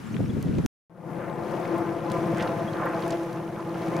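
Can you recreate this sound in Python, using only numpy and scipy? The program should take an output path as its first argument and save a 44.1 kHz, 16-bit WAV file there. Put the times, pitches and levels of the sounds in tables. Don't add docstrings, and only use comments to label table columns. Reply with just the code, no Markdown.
import sys
import numpy as np
from scipy import signal
from scipy.fft import rfft, irfft
from scipy.io import wavfile
from scipy.ndimage import uniform_filter1d

SR = 44100
rng = np.random.default_rng(int(sys.argv[2]) if len(sys.argv) > 2 else 0)


def inscribe(sig):
    pcm = np.round(np.clip(np.atleast_2d(sig).T, -1, 1) * 32767)
    wavfile.write(sys.argv[1], SR, pcm.astype(np.int16))


N = 176400

WIND_STOP_S, POOL_START_S, FADE_S, FADE_FROM_DB = .663, .897, .21, -19.5
BLADE_HZ, TAIL_HZ = 12.98, 84.3
THUMP_AT_S, DOPPLER_PER_S = 2.256, .0045

# (time [s], level [dB])
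GUST_LEVELS = [(0.0, -36.5), (0.032, -43.5), (0.186, -31.5), (0.202, -25.5), (0.256, -30.5), (0.378, -28),
               (0.412, -32), (0.5, -24.5), (0.532, -29.5), (0.594, -23.5), (0.618, -35), (0.645, -23.5)]
# (frequency [Hz], level [dB])
WIND_COLOUR = [(25, -46.5), (60, -12.5), (130, 1), (220, -0.5), (340, -9), (480, -17), (800, -30.5),
               (2000, -54)]
# (frequency [Hz], level [dB])
VENT_COLOUR = [(100, 6.5), (500, -0.5), (1400, 2), (2500, -8), (4000, -15.5), (6300, -16.5), (8000, -21),
               (11000, -20), (15500, -31)]
# (time [s], length [s], level [dB], pitch [Hz], rise [octaves/s])
CHIRP_NOTES = [(.071, .003, -54.5, 7600, -10), (.133, .004, -53.5, 6100, 0), (.256, .003, -54.5, 5500, -10),
               (.302, .003, -45, 3380, -3), (1.335, .015, -66, 7700, 0), (2.687, .007, -44.5, 3240, 2.5)]
# (time [s], peak [dB], pitch [Hz],
# width [octaves], decay [s], left minus right [dB])
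TICK_BURSTS = [(.142, -39, 2400, .4, .004, -10), (.166, -29.5, 1600, .7, .0017, 8),
               (.427, -29, 6900, 3, .0007, -3), (.482, -39, 1700, .7, .002, 0),
               (.583, -37, 2200, 1, .003, -2), (.661, -21, 1800, 2.2, .0006, 0),
               (1.652, -33, 1900, .33, .0037, 4), (1.779, -42, 9000, 1, .005, -2),
               (2.100, -38, 4500, .7, .002, -3), (2.117, -32, 4800, .85, .002, -6),
               (2.348, -38, 3200, .6, .0015, 0), (2.371, -41, 6500, .5, .002, -2.5),
               (2.381, -40, 6000, .7, .003, -3), (2.397, -31, 2200, .6, .003, 2),
               (2.405, -30.5, 2300, .7, .006, -1), (2.423, -32, 3000, .9, .004, -1),
               (2.474, -34, 2800, .5, .004, -3), (2.733, -38, 3400, .3, .002, -3),
               (2.858, -38, 12600, .2, .0015, -1), (3.021, -33, 2800, .6, .005, -.5),
               (3.036, -35, 2800, .35, .003, 0), (3.078, -38, 6500, .8, .003, -7),
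               (3.105, -32, 4880, .58, .003, -5), (3.12, -37.5, 4400, .5, .007, -5),
               (3.329, -41, 4500, 1, .002, -2), (3.965, -35, 4500, .8, .0024, -2.5)]
# (time [s], peak [dB], pitch [Hz])
WIND_KNOCKS = [(.206, -20.5, 450), (.370, -20.5, 300), (0.47, -24, 384), (0.495, -19, 142),
               (0.586, -15, 242)]
# (time [s], left minus right [dB])
HELICOPTER_PAN = [(1.0, 6.4), (1.7, 5.6), (2.3, 3.4), (3.0, 2), (4.0, 2)]
# (time [s], level [dB])
ROTOR_LEVELS = [(1.1, -36), (1.4, -37), (1.6, -36), (1.85, -33), (2.05, -33.5), (2.3, -30.5), (2.7, -33.5),
                (3.0, -37), (3.35, -38.5), (3.7, -36), (4.0, -33.5)]
# (frequency [Hz], level [dB])
THUMP_COLOUR = [(25, -99), (50, -25), (100, 4), (140, 5.5), (180, 0), (220, 6), (290, -8), (600, -55)]
# (frequency [Hz], level [dB])
ROAR_COLOUR = [(30, -60.5), (80, 2), (130, 12.5), (200, 9), (270, 7), (370, 2), (520, -5.5), (900, -27.5)]
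# (time [s], level [dB])
RUSH_LEVELS = [(1.08, -42), (1.2, -39), (1.35, -37.5), (1.52, -35.5), (1.8, -33), (2.02, -36.5),
               (2.15, -34), (2.42, -32.5), (2.6, -34), (2.72, -37), (2.9, -34), (3.14, -35.5), (3.18, -41),
               (3.3, -38.5), (3.48, -42), (3.68, -39), (3.85, -37), (3.98, -32.5)]
# (frequency [Hz], level [dB])
AIR_COLOUR = [(100, -11), (300, 4.5), (480, 4), (700, 0.5), (1050, -4), (1500, -13), (2200, -20),
              (3200, -36), (6000, -66.5)]
# (time [s], level [dB])
WHINE_LEVELS = [(1.12, -43), (1.62, -42), (1.71, -25.5), (1.84, -26), (2.0, -33), (2.17, -32), (2.29, -26),
                (2.42, -32), (2.6, -36.5), (2.85, -31.5), (3.0, -28.5), (3.08, -31), (3.15, -27),
                (3.25, -27), (3.31, -36), (3.4, -31.5), (3.6, -35), (3.7, -32), (3.92, -32), (3.98, -29)]
# (pitch [times TAIL_HZ], level [dB])
WHINE_TONES = [(3.855, -8), (4, -3), (6, -17), (8, -15), (10, -18), (12, -22)]
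# (time [s], length [s], level [dB], pitch [times TAIL_HZ])
WHINE_FLARES = [(2.102, 0.014, -34, 12), (2.165, 0.018, -34, 12), (2.52, .02, -33, 8),
                (2.615, 0.028, -32.5, 8), (2.95, .012, -30, 8), (3.075, .018, -33, 8),
                (3.132, .014, -31.5, 8)]
# (time [s], level [dB])
BOIL_LEVELS = [(1.08, -65.5), (1.35, -64), (1.5, -56), (1.8, -56.5), (2.03, -60), (2.14, -52.5),
               (2.3, -54.5), (2.42, -52), (2.55, -54.5), (2.7, -55), (2.9, -56.5), (3.03, -52), (3.13, -53),
               (3.25, -55.5), (3.45, -61), (3.72, -59), (3.82, -53), (3.98, -54)]
# (frequency [Hz], level [dB])
SPRAY_COLOUR = [(400, -9.5), (1500, 13), (3000, 1), (4200, -5.5), (6300, -4), (7600, -14), (10000, -9),
                (15500, -17)]
# (frequency [Hz], level [dB])
HISS_COLOUR = [(3000, -2.5), (6300, 3), (7600, 2), (10500, 6.5), (15500, -2)]
# (peak time [s], length [s], level [dB], pitch [Hz])
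RUSH_SWELLS = [(1.244, .042, -44, 1300), (1.78, .08, -40, 1000), (3.595, .02, -39.5, 886),
               (3.757, .003, -34, 870), (2.405, .028, -36.5, 1500), (2.465, .04, -31.5, 760),
               (2.84, .03, -32.5, 660), (2.855, .075, -32.5, 1080), (3.98, .03, -33, 520)]
# (time [s], pitch [Hz], level [dB])
WHISTLE_GLIDE = [(3.88, 1850, -60), (3.925, 1980, -54), (3.955, 2230, -45), (3.975, 2480, -50),
                 (4.0, 2560, -47)]


def undb(db):
    return 10 ** (np.asarray(db) / 20)


def unit(x):
    return x / np.sqrt(np.mean(x ** 2) + 1e-20)


def curve(rows, column=1):
    rows = np.array(rows, float)
    return np.interp(np.arange(N) / SR, rows[:, 0], rows[:, column])


def wobble(per_s):
    hold = int(SR / per_s)
    steps = np.repeat(rng.standard_normal(N // hold + 1), hold)
    return unit(uniform_filter1d(uniform_filter1d(steps, hold), hold)[:N])


def swell(when, length):
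    return np.exp(-.5 * ((np.arange(N) / SR - when) / length) ** 2)


def colour(x, points):
    hz, db = np.array(points, float).T
    f = np.maximum(np.arange(N + 1) * SR / (2 * N), 1)
    gain = undb(np.interp(np.log(f), np.log(hz), db))
    gain *= np.minimum(f / hz[0], 1) * np.minimum(hz[-1] / f, 1) ** 2
    cepstrum = irfft(np.log(gain))
    cepstrum[1:N] *= 2
    cepstrum[N + 1:] = 0
    return unit(irfft(rfft(x, 2 * N) * np.exp(rfft(cepstrum)))[..., :N])


def band(x, hz, octaves):
    size = x.shape[-1]
    f = np.maximum(np.arange(size // 2 + 1) * SR / size, 1)
    return irfft(rfft(x) * np.exp(-.5 * (np.log2(f / hz) / octaves) ** 2), size)


def noise(width_db):
    mid, side = rng.standard_normal((2, N))
    return mid + undb(width_db) * np.array([side, -side])


def pan(db):
    return undb(np.array([db, -db]).reshape(2, -1) / 2)


def wind():
    swirls = colour(noise(width_db=-3) * undb(2 * wobble(58.34)), WIND_COLOUR)
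    return swirls * undb(curve(GUST_LEVELS) + 2.5) * pan(2)


def steam_vents():
    hiss = colour(noise(width_db=-4), VENT_COLOUR) * undb(-46 + 1.3 * wobble(13))
    sputter = undb(-59.5) * droplets()
    return (hiss + sputter) * pan(2.5)


def plinks(per_s, low_hz, high_hz, cycles, rise, tilt, spread_db):
    out = np.zeros((2, N + SR))
    for when, height, strength, place in rng.random((int(per_s * N / SR), 4)):
        hz = low_hz * (high_hz / low_hz) ** height
        age = np.linspace(0, 1, int(min(cycles / hz, .5) * SR))
        ring = np.sin(2 * np.pi * cycles * age * (1 + rise * age)) * undb(-60 * age)
        boost_db = spread_db * min(-np.log(1 - strength), 5)
        gain = undb(boost_db) * (low_hz / hz) ** tilt
        start = int(when * N)
        out[:, start:start + len(age)] += ring * gain * pan(14 * (place - .5))
    return unit(out[:, :N])


def droplets():
    return plinks(per_s=800, low_hz=2200, high_hz=13000, cycles=12, rise=0, tilt=.75, spread_db=3.2)


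def chirps():
    out, t = 0, np.arange(N) / SR
    warble = 1 + .02 * wobble(450)
    for when, length, db, hz, rise in CHIRP_NOTES:
        pitch = hz * warble * 2 ** (rise * np.clip(t - when, -4 * length, 4 * length))
        out = out + undb(db) * swell(when, length) * np.sin(2 * np.pi * np.cumsum(pitch) / SR)
    return out


def ticks(size=4096):
    out, age = np.zeros((2, N + size)), np.arange(size) / SR
    for when, db, hz, octaves, decay, pan_db in TICK_BURSTS:
        shape = np.exp(-age / decay) * (1 - np.exp(-age / (.4 * decay)))
        burst = band(rng.standard_normal(size), hz, octaves) * shape
        start = int(when * SR)
        out[:, start:start + size] += burst / np.abs(burst).max() * undb(db) * pan(pan_db)
    return out[:, :N]


def knocks():
    t = np.arange(N) / SR
    return sum(undb(db) * swell(when, .3 / hz) * np.cos(2 * np.pi * hz * (t - when))
               for when, db, hz in WIND_KNOCKS) * pan(9)


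def ground_bounce(x, delay_s=.005786, echo_db=-5):
    late = irfft(rfft(x) * np.exp(-2j * np.pi * np.arange(N // 2 + 1) * delay_s * SR / N), N)
    return unit(x + undb(echo_db) * late)


def main_rotor(clock):
    blades = BLADE_HZ * clock
    pulses = np.diff(np.floor(blades), prepend=np.floor(blades[0])) * undb(-2 * wobble(7.7))
    slap_db = 2.5 * swell(when=2.35, length=.22)
    thumps = undb(-7.5 + slap_db) * ground_bounce(colour(pulses - pulses.mean(), THUMP_COLOUR))
    chop = 1 + .095 * np.cos(2 * np.pi * (blades - .5))
    roar = undb(-4) * ground_bounce(colour(noise(width_db=-14) * chop, ROAR_COLOUR))
    air = noise(width_db=-10) * chop * undb(.9 * wobble(44.81))
    rush = ground_bounce(colour(air, AIR_COLOUR))
    return (thumps + roar) * undb(curve(ROTOR_LEVELS)) + rush * undb(curve(RUSH_LEVELS) + 3)


def tail_rotor(clock, jitter=.00288, waver_db=1.2):
    phase = 2 * np.pi * TAIL_HZ * (clock + np.cumsum(jitter * wobble(10)) / SR)

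    def tone(multiple):
        sine = np.sqrt(2) * np.sin(multiple * phase + 2 * np.pi * rng.random())
        return sine * undb(waver_db * wobble(12))

    whine = sum(undb(db) * tone(multiple) for multiple, db in WHINE_TONES)
    hum = tone(2) * undb(curve(ROTOR_LEVELS) - 7)
    flares = sum(undb(db) * swell(when, length) * np.sin(multiple * phase)
                 for when, length, db, multiple in WHINE_FLARES)
    return hum + whine * undb(curve(WHINE_LEVELS) - 2.5) + flares


def helicopter():
    t = np.arange(N) / SR - THUMP_AT_S
    clock = t - DOPPLER_PER_S * t ** 2 / 2
    return (main_rotor(clock) + tail_rotor(clock)) * pan(curve(HELICOPTER_PAN))


def pool():
    boil_db = curve(BOIL_LEVELS)
    drops = undb(boil_db - 1.5) * droplets()
    spray = undb(boil_db + 7) * colour(noise(width_db=-4.5), SPRAY_COLOUR)
    bubbles = plinks(per_s=240, low_hz=455.6, high_hz=4100, cycles=17.4, rise=.495, tilt=1, spread_db=2.5)
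    hiss = undb(-64) * colour(noise(width_db=0), HISS_COLOUR)
    return drops + spray + bubbles * undb(.37 * boil_db - 21.5) + hiss


def rush_swells(flutter_db=2):
    out = 0
    for when, length, db, hz in RUSH_SWELLS:
        rush = ground_bounce(band(noise(width_db=-11), hz, octaves=.56))
        out = out + rush * swell(when, length) * undb(db + flutter_db * wobble(120))
    return out


def whistle():
    started = np.arange(N) / SR > WHISTLE_GLIDE[0][0]
    soft_start = uniform_filter1d(1. * started, size=400)
    tone = np.sin(2 * np.pi * np.cumsum(curve(WHISTLE_GLIDE)) / SR)
    return tone * undb(curve(WHISTLE_GLIDE, column=2)) * soft_start


def scene():
    t = np.arange(N) / SR
    windy_scene = wind() + steam_vents() + knocks()
    pool_scene = helicopter() + pool() + rush_swells() + whistle()
    fade_in = (t > POOL_START_S) * undb(FADE_FROM_DB * np.clip(1 - (t - POOL_START_S) / FADE_S, 0, 1))
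    return windy_scene * (t < WIND_STOP_S) + pool_scene * fade_in + ticks() + chirps()


def record(dry):
    return signal.sosfilt(signal.ellip(8, .2, 70, 15800, fs=SR, output="sos"), dry)


dry = scene()
out = record(dry)
inscribe(out)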